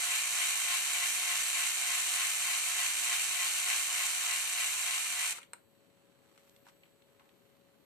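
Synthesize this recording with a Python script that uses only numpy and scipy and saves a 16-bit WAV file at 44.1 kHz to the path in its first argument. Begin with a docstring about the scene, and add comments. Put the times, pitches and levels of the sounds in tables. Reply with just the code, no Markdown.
"""A small hand-held electric motor drives loose plastic gears: tooth impacts and random backlash cracks
ring the frame, with shaft-locked whines and a low drone, harder and slower at one spot in each axle turn.
The motor brakes in steps and the gears settle with a click. Then the model is turned over in the hand:
knocks are noise cracks with ringing modes, rubs are coloured grains of friction.
Behind lie a short room tail, filtered noise for still air, and steady tones of hum and electronics."""
import sys
import numpy as np
from scipy import signal
from scipy.fft import rfft, irfft, next_fast_len
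from scipy.io import wavfile
from scipy.ndimage import uniform_filter1d, map_coordinates

SR = 44100
rng = np.random.default_rng(int(sys.argv[2]) if len(sys.argv) > 2 else 0)


def dump_mix(stems):
    """Bounce the given channels to the path in sys.argv[1] as a 16-bit WAV at rate SR."""
    frames = np.atleast_2d(stems).T  # one column per channel
    limited = np.clip(frames, -1, 1)  # hard clip at full scale
    pcm = np.round(limited * 32767).astype(np.int16)
    wavfile.write(sys.argv[1], SR, pcm)


N = 346168

# Motor speed as it brakes in steps: t/s, share of full speed
BRAKE = [(5.322, 1), (5.337, .48), (5.388, .5), (5.396, .2), (5.435, .2), (5.48, .02)]
# Gearbox tones, before closeness and braking: multiple of shaft rate, level/dB, left-right/dB,
# swell at the tight spot/dB, lag behind it/s
WHINE = [(8, -81, 0, -3, 0), (10, -72.5, -5.5, 4, 0), (12, -60.3, -5, 5.5, -.035), (14, -71, -7, 5, 0),
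         (16, -67, -3, 5, 0), (17, -69, -11, 4, 0), (18, -59.8, -3.5, 13, .01), (22, -65, 0, -5, 0),
         (24, -62.5, 4, -2, 0), (30, -66, 3, -4, 0), (33.3, -55.7, 7.5, 14, -.005),
         (34.25, -59.7, 10, 11, 0), (38.2, -60, 8, 8, .02), (39.1, -62, 6, 7, .02), (40, -59, 12, 7, .12),
         (42.2, -59.5, 6, 4, .02), (46.25, -56, 12, 9, .035), (48.2, -60, 13, 6, 0)]
# Relative colour of the plastic frame at the left and right microphone: f/Hz, level/dB per Hz
FRAME_LEFT = [(100, -53), (500, -39), (650, -29), (870, -22.5), (1100, -15), (1500, -12), (1850, -10),
              (2250, 1.5), (3100, -6), (3500, -10), (4000, -8), (5200, -14.5), (6100, -11.5), (7300, -10),
              (8700, -7), (11400, -14), (14000, -16.5)]
FRAME_RIGHT = [(200, -61), (500, -23.5), (650, -18.5), (870, -13), (1850, -10), (2350, -9), (2900, -12),
               (3500, -8), (3900, -11.5), (4600, -10.5), (5300, -15.5), (6050, -3.5), (6550, -9.5),
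               (7300, -0.5), (8700, -6), (11400, -13), (14000, -16.5)]
# Stereo likeness, clipped to -1..1 in use: f/Hz, correlation
ALIKE = [(300, 0.21), (700, 0.6), (1450, 1), (2500, -0.17), (3050, 0.55), (3450, -1.09), (4000, 0.12),
         (5000, 0.44), (6100, 0.3), (7000, 0.22), (11000, -0.16)]
# Plastic parts settling and being handled: t/s, overall gain/dB, crack centre f/Hz, width/octaves,
# relative brightness/dB, scrape t60/s (at least 4 ms in use), relative ring level/dB
KNOCKS = [(5.385, -38, 1090, 0.99, -21, 0.022, -15), (5.417, -44, 2260, .4, -12, .022, -10),
          (5.43, -42.5, 2600, 0.72, -11, .025, -13), (5.5335, -40, 1170, 2.8, 5.5, 0.014, -2),
          (6.377, -51, 2000, 2, -10, 0.012, -9), (6.495, -56, 3800, 1.3, -0.5, .012, -19),
          (6.563, -59, 2800, 1.5, -3, .024, -8), (6.667, -48, 1000, 1.1, -16, 0.022, -9),
          (6.683, -55, 1200, 1.2, -20, 0.025, -11), (6.696, -55, 1300, 0.99, -16, 0.02, -11),
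          (6.834, -47, 2500, 0.55, -26, .016, -21), (6.855, -63, 2680, 0.78, -24, .04, -14),
          (7.021, -57, 2700, .8, -19, .02, -16), (7.196, -56.5, 1600, 1.7, -25, .04, -14),
          (7.208, -58, 1000, 1, -28, .06, -17), (7.292, -59, 2700, 0.97, -22, .027, -16)]
# Modes the knocks ring, before their random and pitch-dependent trims: f/Hz, relative level/dB, t60/s
PLASTIC = [(554, -16, .03), (750, -8, .03), (964, 1, .06), (1160, -7, .025), (1330, -2, .025),
           (1410, -6, .045), (1513, -8, .04), (1954, -13, .035), (2170, -1.5, .025), (2318, -10, .035),
           (2713, -12, .03), (4080, -9, .03), (8120, -10, .035), (9080, -15, .03)]
# Steady room tones, before wavering: f/Hz, level/dB
HUM = [(183, -84.5), (414.5, -83.5), (554.5, -74.5)]
# Relative colour of the quiet room: f/Hz, level/dB per Hz
AIR = [(25, -28), (60, -15), (115, -4.5), (250, -5.5), (450, -6.5), (700, -11), (1500, -19), (4400, -18),
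       (5200, -31), (7500, -23), (11000, -26), (14000, -20.5)]
# Stereo balance of the air: f/Hz, left-right/dB
AIR_BALANCE = [(60, 11), (150, 13.5), (400, 15.5), (1000, -2.5), (8000, 0)]
# Decay of the room tail: f/Hz, t60/s
ROOM = [(300, 0.33), (2500, 0.27), (8000, 0.18)]
# The two whines of the electronics: f/Hz
COIL_HZ = (7919, 13200)
# Their loudness as the phone moves over them, before wavering: t/s, lower level/dB, upper level/dB
COIL_LEVELS = [(0, -94, -91), (5.7, -86, -85), (6.1, -86, -97), (6.35, -84, -86), (6.55, -85, -76),
               (6.95, -83, -88), (7.3, -87, -86), (7.6, -99, -84), (7.8, -99, -84)]
# Teeth running slack and catching again in each motor shaft turn: share of the turn, level/dB
CATCH = [(0, .7), (.65, .25), (.97, -1.8), (1, .7)]
# Gear level as the model drifts nearer and away in the hand: t/s, level/dB
CLOSENESS = [(0, -0.93), (2, -0.78), (3.8, -1), (5.3, -3)]
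# The hand shifting on the plastic: t of peak/s, level/dB, rise/s, fall/s, treble tilt/dB per octave
RUBS = [(6.22, -85, 0.2, 0.16, -10), (6.39, -72.5, 0.17, 0.19, 3.5), (6.687, -62, 0.037, 0.03, 1),
        (6.865, -81, .04, 0.055, -1), (7.215, -72, 0.033, .12, -7)]
# Low motor hum as the grip changes, before wavering, closeness and braking: t/s, level/dB
DRONE = [(0, -83), (.9, -80), (1.4, -75.5), (2.1, -75), (2.35, -79), (2.8, -76), (4.45, -76.5),
         (4.7, -81.5), (5.3, -81.5)]

TEETH = 12  # on the pinion
MESH_HZ = 721.3  # mean tooth rate at full speed
SAG_HZ, WANDER_HZ = 16, 1.2  # tooth rate: swing with the drag, scale of its random drift
# One output axle turn; first tight spot; how long its drag builds and lets go (s)
TURN_S, TIGHT_S, BUILD_S, LET_GO_S = .3, .118, 0.1456, 0.0827
# Low knocking and high ticking, before closeness and braking: mean dB, swell dB, lag s
KNOCK_DB, KNOCK_SWELL_DB, KNOCK_LAG_S = -38.15, 3.8, 0.018
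TICK_DB, TICK_SWELL_DB, TICK_LAG_S = -33.5, 1.34, 0.048
FLUTTER_DB = 0.4  # chance unevenness of the chatter
BURST_DB = 1.0  # the rattle swells and dips by this much over every two teeth
DB_PER_HALVING = 10.5  # all gear sound quietens by this much as the speed halves
TREBLE_DB_PER_HALVING = 1.5  # slower teeth strike more softly: further loss for the ticking
WHINE_WAVER_DB, HUM_WAVER_DB = 1.1, .8  # quick for gearbox tones, slow for hum and electronics
DRONE_WAVER_DB, DRONE_SIDE_DB = 2.5, 9  # wavering, left-right difference
MODE_FALL_DB = 12  # ring loss per octave that a mode lies under the knock's centre
GRIP_DB, TURN_OVER_S = -76.5, 5.7  # faint creeping of the fingers, and when it begins
TOP_HZ = 14350  # band limit of the microphones


def amp(db):
    """Linear gain for a level in dB."""
    return 10 ** (np.asarray(db) / 20)


def unit(x):
    """Bring a signal to an rms of one across all channels."""
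    return x / np.sqrt(np.mean(x ** 2) + 1e-20)


def along(points, hz):
    """Read a (f/Hz, value) curve on a log frequency axis."""
    f, v = np.transpose(points)
    return np.interp(np.log(hz + 1), np.log(f + 1), v)


def curves(rows):
    """Draw one automation curve for each column after the time."""
    s, *cols = np.transpose(rows)
    return [np.interp(np.arange(N) / SR, s, c) for c in cols]


def wobble(rate):
    """A smooth random curve with rate knots a second."""
    knots = rng.standard_normal(int(N * rate / SR) + 4)
    return map_coordinates(knots, [np.arange(N) * rate / SR])


def filtered(x, response):
    """Shape the spectrum of x by a response of frequency."""
    m = next_fast_len(N + SR // 2)
    return irfft(rfft(x, m) * response(np.fft.rfftfreq(m, 1 / SR)), m)[..., :N]


def split(x, edge_hz):
    """The parts below and above a frequency."""
    low = filtered(x, lambda hz: 1 / (1 + (hz / edge_hz) ** 8))
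    return low, x - low


def pan(db):
    """Left and right gains for a level difference."""
    return amp(np.array([[.5], [-.5]]) * db)


def stereo(pair):
    """Blend two unrelated signals to the likeness of the two microphones."""
    def mid_side_gains(hz):
        angle = np.arccos(np.clip(along(ALIKE, hz), -1, 1)) / 2
        return np.array([np.cos(angle), np.sin(angle)])

    mid, side = filtered(pair, mid_side_gains)
    return np.array([mid + side, mid - side])


def gear_train():
    """Tooth contacts and backlash ring the frame; the tight spot slows the motor and presses the teeth."""
    braking = np.clip(curves(BRAKE)[0], .001, 1)
    tooth_rate = MESH_HZ - SAG_HZ * tightness(0) + WANDER_HZ * wobble(30)
    shaft = np.cumsum(tooth_rate / TEETH * braking) / SR  # in turns

    teeth = meshing(shaft, uneven_db=.8, chance_db=2.5, jitter_s=.00004, t60=.009)
    teeth = split(teeth, edge_hz=1000)[1]
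    rattle = backlash(rate=4600, spread_db=10, t60=.003)
    bursts = amp(BURST_DB * np.cos(np.pi * TEETH * shaft))
    contacts = amp(-6) * teeth + rattle * bursts
    # the big wheels add slower knocks, the small ones sharp ticks
    wheels = amp(-3) * backlash(rate=1200, spread_db=10, t60=.016)
    pinions = amp(-5.5) * backlash(rate=1700, spread_db=9, t60=.011)
    knock = split(frame(contacts + wheels), edge_hz=4500)[0]
    tick = split(frame(contacts + pinions), edge_hz=3720)[1]

    slowing = np.log2(braking)
    knock_db = KNOCK_DB + KNOCK_SWELL_DB * tightness(KNOCK_LAG_S)
    tick_db = TICK_DB + TICK_SWELL_DB * tightness(TICK_LAG_S) + TREBLE_DB_PER_HALVING * slowing
    chatter = amp(knock_db) * unit(knock) + amp(tick_db) * unit(tick)
    chatter = chatter * amp(FLUTTER_DB * wobble(22.25))
    chatter = chatter * amp(np.interp(shaft % 1, *np.transpose(CATCH)))
    level_db = curves(CLOSENESS)[0] + DB_PER_HALVING * slowing
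    return (chatter + whine(shaft) + drone(shaft)) * amp(level_db)


def tightness(lag_s):
    """Drag of the tight spot, building and letting go once per axle turn; swing 1, mean 0."""
    since = (np.arange(N) / SR - TIGHT_S - lag_s + TURN_S / 2) % TURN_S - TURN_S / 2
    drag = np.interp(since, [-BUILD_S, 0, LET_GO_S], [0, 1, 0])
    return drag - drag.mean()


def meshing(shaft, uneven_db, chance_db, jitter_s, t60):
    """One contact per tooth; the flaws of each tooth come round again at every turn."""
    tooth = np.arange(int(shaft[-1] * TEETH))
    place, size = rng.standard_normal((2, TEETH))[:, tooth % TEETH]
    late, force = rng.standard_normal((len(tooth), 2)).T
    turns = (tooth + 0.0966 * place) / TEETH  # placing errors are a share of the tooth pitch
    at = np.interp(turns, shaft, np.arange(N)) + jitter_s * SR * late
    return scatter(pulses(at, amp(uneven_db * size + chance_db * force)), t60)


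def pulses(at, size):
    """Impulses at fractional sample positions, drawn as windowed sincs."""
    taps = np.floor(at)[:, None].astype(int) + np.arange(-7, 9)
    offset = taps - at[:, None]
    shape = np.sinc(offset) * np.cos(np.pi * offset / 16) ** 2
    return np.bincount(np.clip(taps, 0, N).ravel(), (size[:, None] * shape).ravel(), N + 1)[:N]


def scatter(x, t60):
    """A contact spreads through the beams by two paths, smeared in time but even in broad colour."""
    t = np.arange(SR // 20) / SR
    paths = rfft(rng.standard_normal((2, len(t))) * amp(-60 * t / t60))
    paths /= np.sqrt(np.abs(uniform_filter1d(np.abs(paths) ** 2, size=9)))
    return unit(signal.fftconvolve(x[None], irfft(paths), axes=1)[:, :N])


def backlash(rate, spread_db, t60):
    """Loose teeth bounce in their play: short noise cracks at irregular moments, rate per second."""
    when, force = rng.random((int(rate * N / SR), 2)).T
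    energy = np.bincount((when * N).astype(int), amp(-spread_db * force) ** 2, N)
    fade = amp(-60 * np.arange(SR // 20) / SR / t60) ** 2
    envelope = np.sqrt(np.abs(signal.fftconvolve(energy, fade)[:N]))
    return unit(envelope * rng.standard_normal((2, N)))


def frame(contacts):
    """The beams colour the contacts differently for each microphone."""
    return filtered(stereo(contacts), lambda hz: amp([along(FRAME_LEFT, hz), along(FRAME_RIGHT, hz)]))


def whine(shaft):
    """Tones locked to the shaft; some sing out only under strain."""
    out = np.zeros((2, N))
    for multiple, db, side_db, swell_db, lag_s in WHINE:
        level = amp(db + swell_db * tightness(lag_s) + WHINE_WAVER_DB * wobble(25.01))
        phase = 2 * np.pi * multiple * shaft + .006 * multiple * wobble(40)
        out += pan(side_db) * level * np.sqrt(2) * np.sin(phase)
    return out


def drone(shaft):
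    """The motor's unsteady low hum, at half the tooth rate."""
    level = amp(curves(DRONE)[0] + DRONE_WAVER_DB * wobble(14))
    return pan(DRONE_SIDE_DB) * level * np.sqrt(2) * np.sin(np.pi * TEETH * shaft)


def knocks():
    """Each knock is a crack with a brief scrape, and a short ring of the plastic."""
    out, t = np.zeros((2, N + SR)), np.arange(SR // 4) / SR
    edge = signal.butter(3, [7300, 9300], "bandpass", fs=SR, output="sos")
    for s, db, centre_hz, octaves, bright_db, length, ring_db in KNOCKS:
        band_hz = centre_hz * 2 ** (octaves * np.array([-.5, .5]))
        body = signal.butter(2, band_hz, "bandpass", fs=SR, output="sos")
        noise = rng.standard_normal((2, 2, len(t))) * amp(-60 * t / max(length, .004))
        bright = signal.sosfilt(edge, noise[1]) + 0.09 * np.diff(noise[1], prepend=0)
        crack = signal.sosfilt(body, noise[0]) + amp(bright_db) * bright
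        ring = plastic_ring(t, centre_hz, bright_db) * (1 - np.exp(-t / 0.00041))  # soft onset
        start = round(s * SR)
        out[:, start:start + len(t)] += amp(db) * (amp(8.0) * crack + amp(ring_db) * ring)
    return out[:, :N] * pan(1.0)


def plastic_ring(t, centre_hz, bright_db):
    """Decaying plastic modes: dull knocks excite the top less, high knocks the low modes less."""
    ring = np.zeros(len(t))
    for hz, level_db, t60 in PLASTIC:
        dull_db = min(bright_db, 0) * (hz > 5000)
        under_db = MODE_FALL_DB * max(np.log2(centre_hz / hz), 0)
        mode_db = level_db + rng.normal(0, 1.5) + dull_db - under_db
        ring += amp(mode_db - 60 * t / t60) * np.sin(2 * np.pi * hz * t)
    return ring


def hand():
    """Fingers rub on the beams in tiny slips; each rub changes by 20 dB over its rise and fall times."""
    t = np.arange(N) / SR
    slips = backlash(rate=900, spread_db=14, t60=.02)
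    # f/Hz, relative level/dB
    colour = [(300, -20), (800, 4.0), (2500, 1), (5500, -7.0), (9000, -9), (14000, -25)]

    def friction(tilt_db):
        """The slips in the colour of skin on plastic, tilted above 1 kHz."""
        def response(hz):
            return amp(along(colour, hz) + tilt_db * np.log2(np.maximum(hz / 1000, 1)))
        return unit(filtered(slips, response))

    out = amp(GRIP_DB) * (t > TURN_OVER_S) * friction(0)
    for s, db, rise, fall, tilt_db in RUBS:
        drop_db = 20 * np.maximum((s - t) / rise, (t - s) / fall)
        out += amp(db - drop_db) * friction(tilt_db)
    return out


def room(x):
    """A noise tail in which each frequency of the room's answer dies at its own speed."""
    hz, t, z = signal.stft(rng.standard_normal((2, SR // 2)), SR, nperseg=256)
    tail = signal.istft(z * amp(-60 * t / along(ROOM, hz)[:, None]), SR, nperseg=256)[1]
    return signal.fftconvolve(x, tail / np.linalg.norm(tail[0]), axes=1)[:, :N]


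def background():
    """Still room air as coloured noise, with wavering tones of hum and electronics."""
    noise = stereo(rng.standard_normal((2, N)))
    air = filtered(noise, lambda hz: amp(along(AIR, hz)) * pan(along(AIR_BALANCE, hz)))
    t = np.arange(N) / SR
    tones = np.zeros((2, N))
    for hz, db in HUM + list(zip(COIL_HZ, curves(COIL_LEVELS))):
        level = amp(db + HUM_WAVER_DB * wobble(6.1))
        drift = 0.64 * np.array([wobble(4.0), wobble(4.4)])  # phase, apart left and right
        tones += level * np.sqrt(2) * np.sin(2 * np.pi * hz * t + drift)
    return amp(-67.5) * unit(air) + tones


def scene():
    """The model close by, its room and the background."""
    gears = gear_train()
    handling = knocks() + hand()
    reverb = room(amp(-9.0) * gears + amp(-9.5) * handling)
    return gears + handling + reverb + background()


def record(dry):
    """The microphones have a narrow notch in the treble and a band limit."""
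    def response(hz):
        notch = amp(-12 * np.exp(-((hz - 4880) / 110) ** 2))
        return notch * (hz < TOP_HZ)

    return filtered(dry, response)


dry = scene()
out = record(dry)
dump_mix(out)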